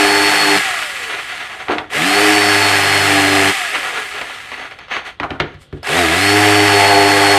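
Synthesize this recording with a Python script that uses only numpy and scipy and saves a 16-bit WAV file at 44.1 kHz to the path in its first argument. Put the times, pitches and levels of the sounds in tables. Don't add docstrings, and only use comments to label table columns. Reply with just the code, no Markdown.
import sys
import numpy as np
from scipy import signal
from scipy.fft import rfft, irfft
from scipy.io import wavfile

SR = 44100
rng = np.random.default_rng(int(sys.argv[2]) if len(sys.argv) > 2 else 0)


def natural_amplitude(level_db):
    exponent = np.asarray(level_db, float) / 20
    return 10 ** exponent


def generate_wav(sig):
    pcm = np.round(np.clip(np.atleast_2d(sig).T, -1, 1) * 32767).astype(np.int16)
    wavfile.write(sys.argv[1], SR, pcm)


N = 325444
MESH_PER_BITE = 43.37
RUN_HZ = 4350


def rms_one(x):
    return x / np.sqrt(np.mean(x ** 2) + 1e-20)


def in_time(rows):
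    s, *columns = np.transpose(rows)
    return [np.interp(np.arange(N) / SR, s, c) for c in columns]


def at_speed(rows, hz):
    speed, *columns = np.transpose(rows)
    return [np.interp(hz, speed, c) for c in columns]


def drift(rate_hz):
    knots = rng.standard_normal(int(N / SR * 40) + 2)
    r = np.exp(-2 * np.pi * min(rate_hz, 15) / 40)
    smooth = rms_one(signal.lfilter([1], [1, -r], knots))
    return np.interp(np.arange(N) / SR * 40, np.arange(len(knots)), smooth)


def swell_db(hz, centre_hz, half_width_hz, db):
    return db / (1 + ((hz - centre_hz) / half_width_hz) ** 2)


def colour(x, spectrum, peaks=()):
    hz = np.maximum(np.fft.rfftfreq(N, 1 / SR), 1)
    curve_hz, curve_db = np.transpose(spectrum)
    gain = natural_amplitude(np.interp(np.log(hz), np.log(curve_hz), curve_db, left=-90, right=-90))
    for top_hz, width_hz, db in peaks:
        gain = gain * natural_amplitude(swell_db(hz, top_hz, width_hz / 2, db))
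    return rms_one(irfft(rfft(x) * gain, N))


def band(x, low_hz, high_hz):
    return signal.sosfilt(signal.butter(3, [low_hz, high_hz], "band", fs=SR, output="sos"), x)


def ring(clicks, hz, t60):
    r, w = natural_amplitude(-60 / (t60 * SR)), 2 * np.pi * hz / SR
    return signal.lfilter([0, np.sin(w)], [1, -2 * r * np.cos(w), r * r], clicks + 1e-18)


# start_s, gear_mesh_hz, floor_weight_db, sideways_lean_db, tip_push_db
BURSTS = [
    [(0.0, 4370, -42, -18, -25), (0.224, 4400, -37, -22.5, -28), (0.406, 4372, -53, -31.5, -33),
     (0.474, 4330, -56, -20, -29), (0.562, 4340, -39, -17, -28), (0.58, 4270, -41, -29, -38)],
    [(1.95, 2704, -52, -44, -32), (2.068, 4150, -52, -20, -37), (2.18, 4430, -38, -25, -27),
     (2.272, 4500, -37, -17, -26), (2.604, 4387, -28, -26, -30), (2.868, 4290, -30, -31, -27),
     (3.02, 4322, -27, -30, -28), (3.16, 4264, -29, -19, -25), (3.495, 4210, -29, -21, -25)],
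    [(5.896, 2950, -50, -50, -28), (5.988, 3947, -28, -21, -21), (6.088, 3365, -29, -37, -27),
     (6.222, 4290, -27, -23, -34), (6.39, 4490, -22, -19, -21), (6.66, 4440, -23, -18, -23),
     (6.85, 4362, -25, -30, -17), (6.964, 4360, -27, -17, -17.5), (7.38, 4343, -28, -23, -17)],
]
PRESS_S = [
    1.893,
    5.825,
]


def motor():
    t, hz = np.arange(N) / SR, in_time(sum(BURSTS, []))[0]
    coast_s, drag_hz = 1.2, 1700
    load_rows = [(0, 1)]
    for held, press, after in zip(BURSTS, PRESS_S, BURSTS[1:]):
        release, top_hz = held[-1][:2]
        up, up_hz = after[0][:2]

        def coast(s):
            return np.maximum((top_hz + drag_hz) * np.exp((release - s) / coast_s) - drag_hz, 1)

        off = (t > release) & (t < up)
        climb = np.interp(t[off], [press, up], [max(coast(press), 300), up_hz])
        hz[off] = np.where(t[off] < press, coast(t[off]), climb)
        load_rows += [(release, 1), (release + .05, 0), (press, 0), (press + .02, 1)]
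    return 2 * np.pi * np.cumsum(hz) / SR, hz, in_time(load_rows)[0]


def driven(hz, load):
    return np.sqrt(2) * load ** 2 * natural_amplitude(-40 * np.clip(1 - hz / 2900, 0, 1))


def second_order_db():
    seated_db = -42
    rows = []
    for s in PRESS_S:
        rows += [(s, -50), (s + .12, -30), (s + .9, seated_db)]
    for held in BURSTS[:-1]:
        rows += [(held[-1][0] - .1, seated_db), (held[-1][0] + .02, -29)]
    return in_time(sorted(rows))[0] + 3.0 * drift(5)


# start_s, rise_s, level_db
UNEVEN = [
    (.1, .35, -36),
    (2.5, .4, -36),
    (5.9, 1.1, -39),
]


def uneven_db():
    rows = []
    for s, rise, db in UNEVEN:
        rows += [(s, -54), (s + rise, db), (s + rise + .7, db - 3)]
    return in_time(rows)[0]


# multiple_of_bite, level_db
UPPER_ORDERS = [(5, -5), (6, -5.5), (7, -2.5), (8, -1), (9, -9.5), (10, -9.5), (11, -6), (12, -23),
                (13, -29), (14, -20), (15, -6), (16, -39), (19, -10), (20, -5)]


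def bites(mesh, hz, load):
    _, weight_db, lean_db, push_db = in_time(sum(BURSTS, []))
    bite, bite_hz = mesh / MESH_PER_BITE, hz / MESH_PER_BITE
    fourth_db = (lean_db + push_db) / 2 - 4.5 + 2.2 * drift(5)
    fourth_db += swell_db(4 * bite_hz, 408, 11, 8) + swell_db(4 * bite_hz, 320, 22, 13)
    orders = [(1, weight_db), (2, second_order_db()), (3, lean_db + 1.5 * drift(6)), (4, fourth_db)]
    orders += [(1.5, uneven_db())]
    for k, db in UPPER_ORDERS:
        boom_db = swell_db(k * bite_hz, 740, 70, 11) + swell_db(k * bite_hz, 415, 30, 12) - 7
        orders.append((k, push_db + db + 4.35 * drift(13) + boom_db))
    out = 0
    for k, db in orders:
        angle = bite + 0.087 * drift(8.5)
        out = out + natural_amplitude(db) * np.sin(k * angle + rng.uniform(0, 7.3))
    return driven(hz, load) * out


# multiple_of_mesh, level_db
GEAR_ORDERS = [(1 / 5, -1), (1, 0), (13 / 12, -16), (14 / 12, -14), (6 / 5, -17), (15 / 12, -14),
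               (17 / 12, -22), (2, -21)]


def gear_whine(mesh, hz, load):
    push_db = in_time(sum(BURSTS, []))[3]
    case_db = -32 + swell_db(hz, 4378, 75, 11)
    side_db = -22 + 40 * np.log10(hz / RUN_HZ)
    out = 0
    for k, db in GEAR_ORDERS:
        level_db = case_db if k <= 1 else side_db
        if k < 1:
            level_db = level_db + .45 * (push_db + 22)
        out = out + natural_amplitude(level_db + db + 2.4 * drift(7)) * np.sin(k * mesh + 0.053 * drift(4.3))
    return driven(hz, load) * out


# level_db, slope_db_per_db_of_speed
POWERED = [
    (-21.5, 1.2),
    (-14, 1.2),
    (-24, 1.6),
]
# gear_mesh_hz, floor_drumming_db, grind_db, hiss_db
IDLING = [(0, -62, -62, -78), (250, -52, -50, -70), (500, -50, -43, -55), (750, -49, -36, -49),
          (1300, -42, -29.5, -43), (2200, -39, -26.5, -37.5), (3200, -37, -22, -32.5),
          (4200, -33, -18, -27.5)]
# start_s, hold_s, grind_db, floor_drumming_db, hiss_db
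SCUFFS = [(1.1, .015, -25, -31, -52), (1.135, .01, -21.5, -29, -50), (1.29, .07, -31, -41, -52),
          (1.19, .01, -24, -32, -50), (1.405, .015, -25, -33, -52), (1.5, .07, -33, -38, -55),
          (1.6, .015, -29, -35, -55), (1.698, .01, -33, -19, -52), (1.72, .01, -23, -21, -44),
          (1.77, .04, -42, -27, -56), (3.745, .01, -18, -24, -45), (3.83, .15, -27, -32, -48),
          (4.15, .06, -27, -32, -48), (4.53, .01, -27, -41, -52), (4.58, .08, -30, -35, -55),
          (4.72, .005, -35, -45, -56), (4.795, .05, -38, -47, -67), (4.92, .06, -21.5, -30, -49),
          (5.062, .015, -26, -34, -47), (5.236, .005, -36, -21, -55), (5.3, .06, -46, -34, -64),
          (5.45, .1, -45, -59, -72), (5.615, .01, -49, -58, -52), (5.74, .04, -52, -54, -65)]


def contact(hz, load):
    t = np.arange(N) / SR
    speed_db = 20 * np.log10(hz / RUN_HZ)
    power = []
    for (db, slope), idle_db in zip(POWERED, at_speed(IDLING, hz)):
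        power.append(natural_amplitude(load * (db + slope * speed_db) + (1 - load) * idle_db) ** 2)
    for s, hold, grind_db, drum_db, hiss_db in SCUFFS:
        near = slice(round((s - .1) * SR), round((s + hold + .2) * SR))
        rise_db, fall_db = 700 * (t[near] - s), 320 * (s + hold - t[near])
        shape = natural_amplitude(np.minimum(np.minimum(rise_db, fall_db), 0))
        for layer, db in zip(power, (drum_db, grind_db, hiss_db)):
            layer[near] += (natural_amplitude(db) * shape) ** 2
    return [10 * np.log10(layer) for layer in power]


# pitch_hz, level_db (per Hz)
DRUMMING = [(71, -49), (120, -17), (222, -16), (317, -4.5), (611, -7), (779, -10), (993, -3.5),
            (1310, -1.5), (1500, 0), (1950, -33), (3300, -120)]
# pitch_hz, level_db (per Hz)
GRIND = [(710, -33), (1200, -5.5), (1550, -9), (1700, 0), (1840, -2.5), (2170, -1.5), (2720, -4),
         (3210, -5.5), (3980, -12.5), (5000, -26.5), (6500, -19.5), (11000, -120)]
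# pitch_hz, level_db (per Hz)
HISS = [(2710, -21), (4600, 1.5), (5160, 1.5), (6200, -6), (7380, 1.5), (8960, 0.5), (11200, -6.5),
        (12800, -7.5), (13600, -15), (15100, -21)]
# pitch_hz, width_hz, lift_db
BODY = [(413.4, 13, 11.5), (744, 158, 16), (1300, 27, 1), (1657, 43, 7), (1990, 220, 4.5), (2590, 99, 2.5),
        (4350, 57, 5), (5050, 68, 4), (8650, 400, 1.5)]


def grinding(mesh, hz, load):
    drum_db, grind_db, hiss_db = contact(hz, load)
    swell = natural_amplitude(0.6 * load * np.cos(mesh / MESH_PER_BITE) + 0.9 * (0.5 - load) * drift(5))
    born = rng.random(N) < 700 * natural_amplitude(4 * drift(12)) / SR
    sizes = natural_amplitude(3.14 * np.minimum(rng.exponential(1, N), 2.8))
    grains = rms_one(born * sizes * rng.choice([-1, 1], N))
    turns = np.floor(mesh / MESH_PER_BITE / (2 * np.pi) + .06 * drift(15))
    blows = rms_one((np.diff(turns, prepend=0) > 0) * natural_amplitude(1.3 * rng.standard_normal(N)))
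    chips = rms_one(signal.lfilter([1], [1, -.985], blows) * rng.standard_normal(N))
    rough = (1.2 - 0.48 * load) * grains + .7 * load * chips
    out = 0
    for level_db, spectrum, grit in ((drum_db + 1, DRUMMING, .4), (grind_db, GRIND, .6), (hiss_db, HISS, .3)):
        force = rng.standard_normal(N) + grit * rough
        out = out + natural_amplitude(level_db) * colour(force, spectrum, BODY)
    dull = signal.lfilter(*signal.butter(1, 15000, fs=SR), out)
    out = load * out + (1 - load) * dull
    shank = 0
    for mode_hz, db in ((4510, -20.5), (2000, -21), (1444, -13)):
        shank = shank + rms_one(ring(grains, mode_hz, 0.041)) * natural_amplitude(db)
    return (out + (1 - load) * natural_amplitude(grind_db) * shank) * swell


# pitch_hz, level_db (per Hz)
ROOM_TONE = [(15, -38), (25, -5), (84, 1.5), (375, -12), (571, -6), (630, -29), (1320, -72), (2970, -14),
             (3360, -13), (9000, -59), (11700, -71), (19800, -120)]


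def room_tone():
    return natural_amplitude(-50) * colour(rng.standard_normal(N), ROOM_TONE)


# gear_mesh_hz, shaft_tone_db, fan_whistle_db
COAST_TONES = [(250, -99, -99), (1150, -58, -50), (1880, -57, -49), (2050, -40, -50), (2600, -43, -52),
               (3300, -39, -55), (3800, -28, -59), (4200, -34, -60)]
# multiple_of_mesh, level_db
FAN_ORDERS = [(3, -2.5), (4.6, -7), (6, -15), (7.5, -18)]


def coasting(mesh, hz, load):
    shaft_db, fan_db = at_speed(COAST_TONES, hz)
    fan = 0
    for k, db in FAN_ORDERS:
        fan = fan + natural_amplitude(db + 4.0 * drift(7.96)) * np.sin(k * (mesh + .3 * drift(15)))
    in_range = np.gradient(mesh) * 7.6 < np.pi
    shaft = natural_amplitude(shaft_db + 2.5 * drift(12)) * np.sin(mesh / 5)
    return np.sqrt(2) * (1 - load) * (shaft + in_range * natural_amplitude(fan_db) * fan)


# start_s, peak_db, low_thump_db, floor_knock_db, tile_pitch_hz
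TAPS = [(1.683, -10.5, -21, -18, 1990), (1.693, -16, -24, -1.5, 1170), (1.708, -9, -33, -43, 710),
        (1.722, -16, -31, -11, 791), (1.748, -15.5, -31, -7, 794), (1.783, -5.5, -32, -25, 1960),
        (5.199, -7.5, -21, -14, 2000), (5.232, -10, -20, -24, 1220), (5.305, -9, -15, -12, 762),
        (5.397, -22, -30, -30, 1780), (5.4, -1, -17, -10, 1780), (5.406, -6, -20, -8, 700),
        (5.543, -33, 4, -20, 1290), (5.727, -25.5, 5.5, 2, 1885)]
# start_s, peak_db, steel_tick_db, tile_pitch_hz
CLACKS = [(1.603, -16.5, -20, 1730), (3.754, -6.5, -23, 1720), (3.975, -9.5, -21, 2075),
          (4.213, -9, -15, 670), (4.298, -20, -21, 1310), (4.517, -13, -24, 1960), (4.597, -20, -23, 2020),
          (4.711, -19, -19, 1910), (4.788, -22, -13, 2000), (4.883, -25, -20, 2000),
          (4.912, -13, -23, 2000), (4.966, -10, -29, 2030), (5.83, -18, -8, 713), (5.87, -13, -5, 2210)]
# pitch_hz, level_db, t60_s
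THUMP_MODES = [(75, -6, 0.14), (92, -2, 0.12), (142, 4.5, 0.14)]
# pitch_hz, level_db, t60_s
STEEL_MODES = [(4470, -3, .03), (5150, 0, .025), (7600, -6, .015)]


def taps():
    out, t = np.zeros(N + SR), np.arange(SR // 2) / SR

    def die(db, t60):
        return natural_amplitude(db - 60 * t / t60)

    rows = [(s, db, thump_db, knock_db, -45 - db, hz) for s, db, thump_db, knock_db, hz in TAPS]
    rows += [(s, db, -36, -24, tick_db, hz) for s, db, tick_db, hz in CLACKS]
    rough = rng.standard_normal((len(rows), len(t)))
    lows, mids = band(rough, 240, 430), band(rough, 400, 2400)
    uppers, highs = band(rough[::-1], 2200, 4000), band(rough, 4000, 11000)
    push = natural_amplitude(-43) * np.sin(np.pi * np.minimum(t / 0.0066, 1)) ** 2
    thump = sum(natural_amplitude(d) * ring(push, hz, r) for hz, d, r in THUMP_MODES)
    for row, noise, low, mid, upper, high in zip(rows, rough, lows, mids, uppers, highs):
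        s, db, thump_db, knock_db, tick_db, tile_hz = row
        touch = noise * die(-16, .008)
        hit = mid * (die(-0.5, 0.042) + die(-10, 0.17))
        bright_db = np.clip(.8 * (db + 5), -4, 2.5)
        hit += upper * natural_amplitude(bright_db) * (die(-3, 0.019) + die(-18.5, 0.14))
        hit += natural_amplitude(-6) * ring(touch, tile_hz, .02)
        steel = sum(natural_amplitude(d - 3) * ring(touch, hz, r) for hz, d, r in STEEL_MODES)
        hit += natural_amplitude(tick_db) * (high * die(-5, .015) + steel)
        hit += natural_amplitude(knock_db + 21.5) * low * die(0, 0.12)
        hit += natural_amplitude(thump_db) * thump
        start = round(s * SR)
        out[start:start + len(t)] += natural_amplitude(db) * hit
    return signal.sosfilt(signal.butter(5, 62, "high", fs=SR, output="sos"), out[:N])


def room(x, t60=0.32):
    t = np.arange(SR // 2) / SR
    echoes = signal.lfilter([1], [1, -.8], rng.standard_normal(len(t)))
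    tail = echoes * natural_amplitude(-60 * t / t60) * (t > .004)
    return signal.fftconvolve(x, tail / np.sqrt(np.sum(tail ** 2)))[:N]


def scene():
    mesh, hz, load = motor()
    drill = bites(mesh, hz, load) + gear_whine(mesh, hz, load) + grinding(mesh, hz, load)
    drill = drill + coasting(mesh, hz, load)
    knocks = taps()
    return (drill + room_tone() + knocks + natural_amplitude(-14) * room(knocks))[None]


def low_pass(x):
    return signal.sosfilt(signal.butter(12, 15260, fs=SR, output="sos"), x)


def record(dry):
    cut = signal.sosfilt(signal.cheby2(10, 30, 15350, fs=SR, output="sos"), dry)
    mix = np.clip(1.303 * np.tanh(cut / 1.32), -.99, .99)
    return low_pass(mix)


dry = scene()
out = record(dry)
generate_wav(out)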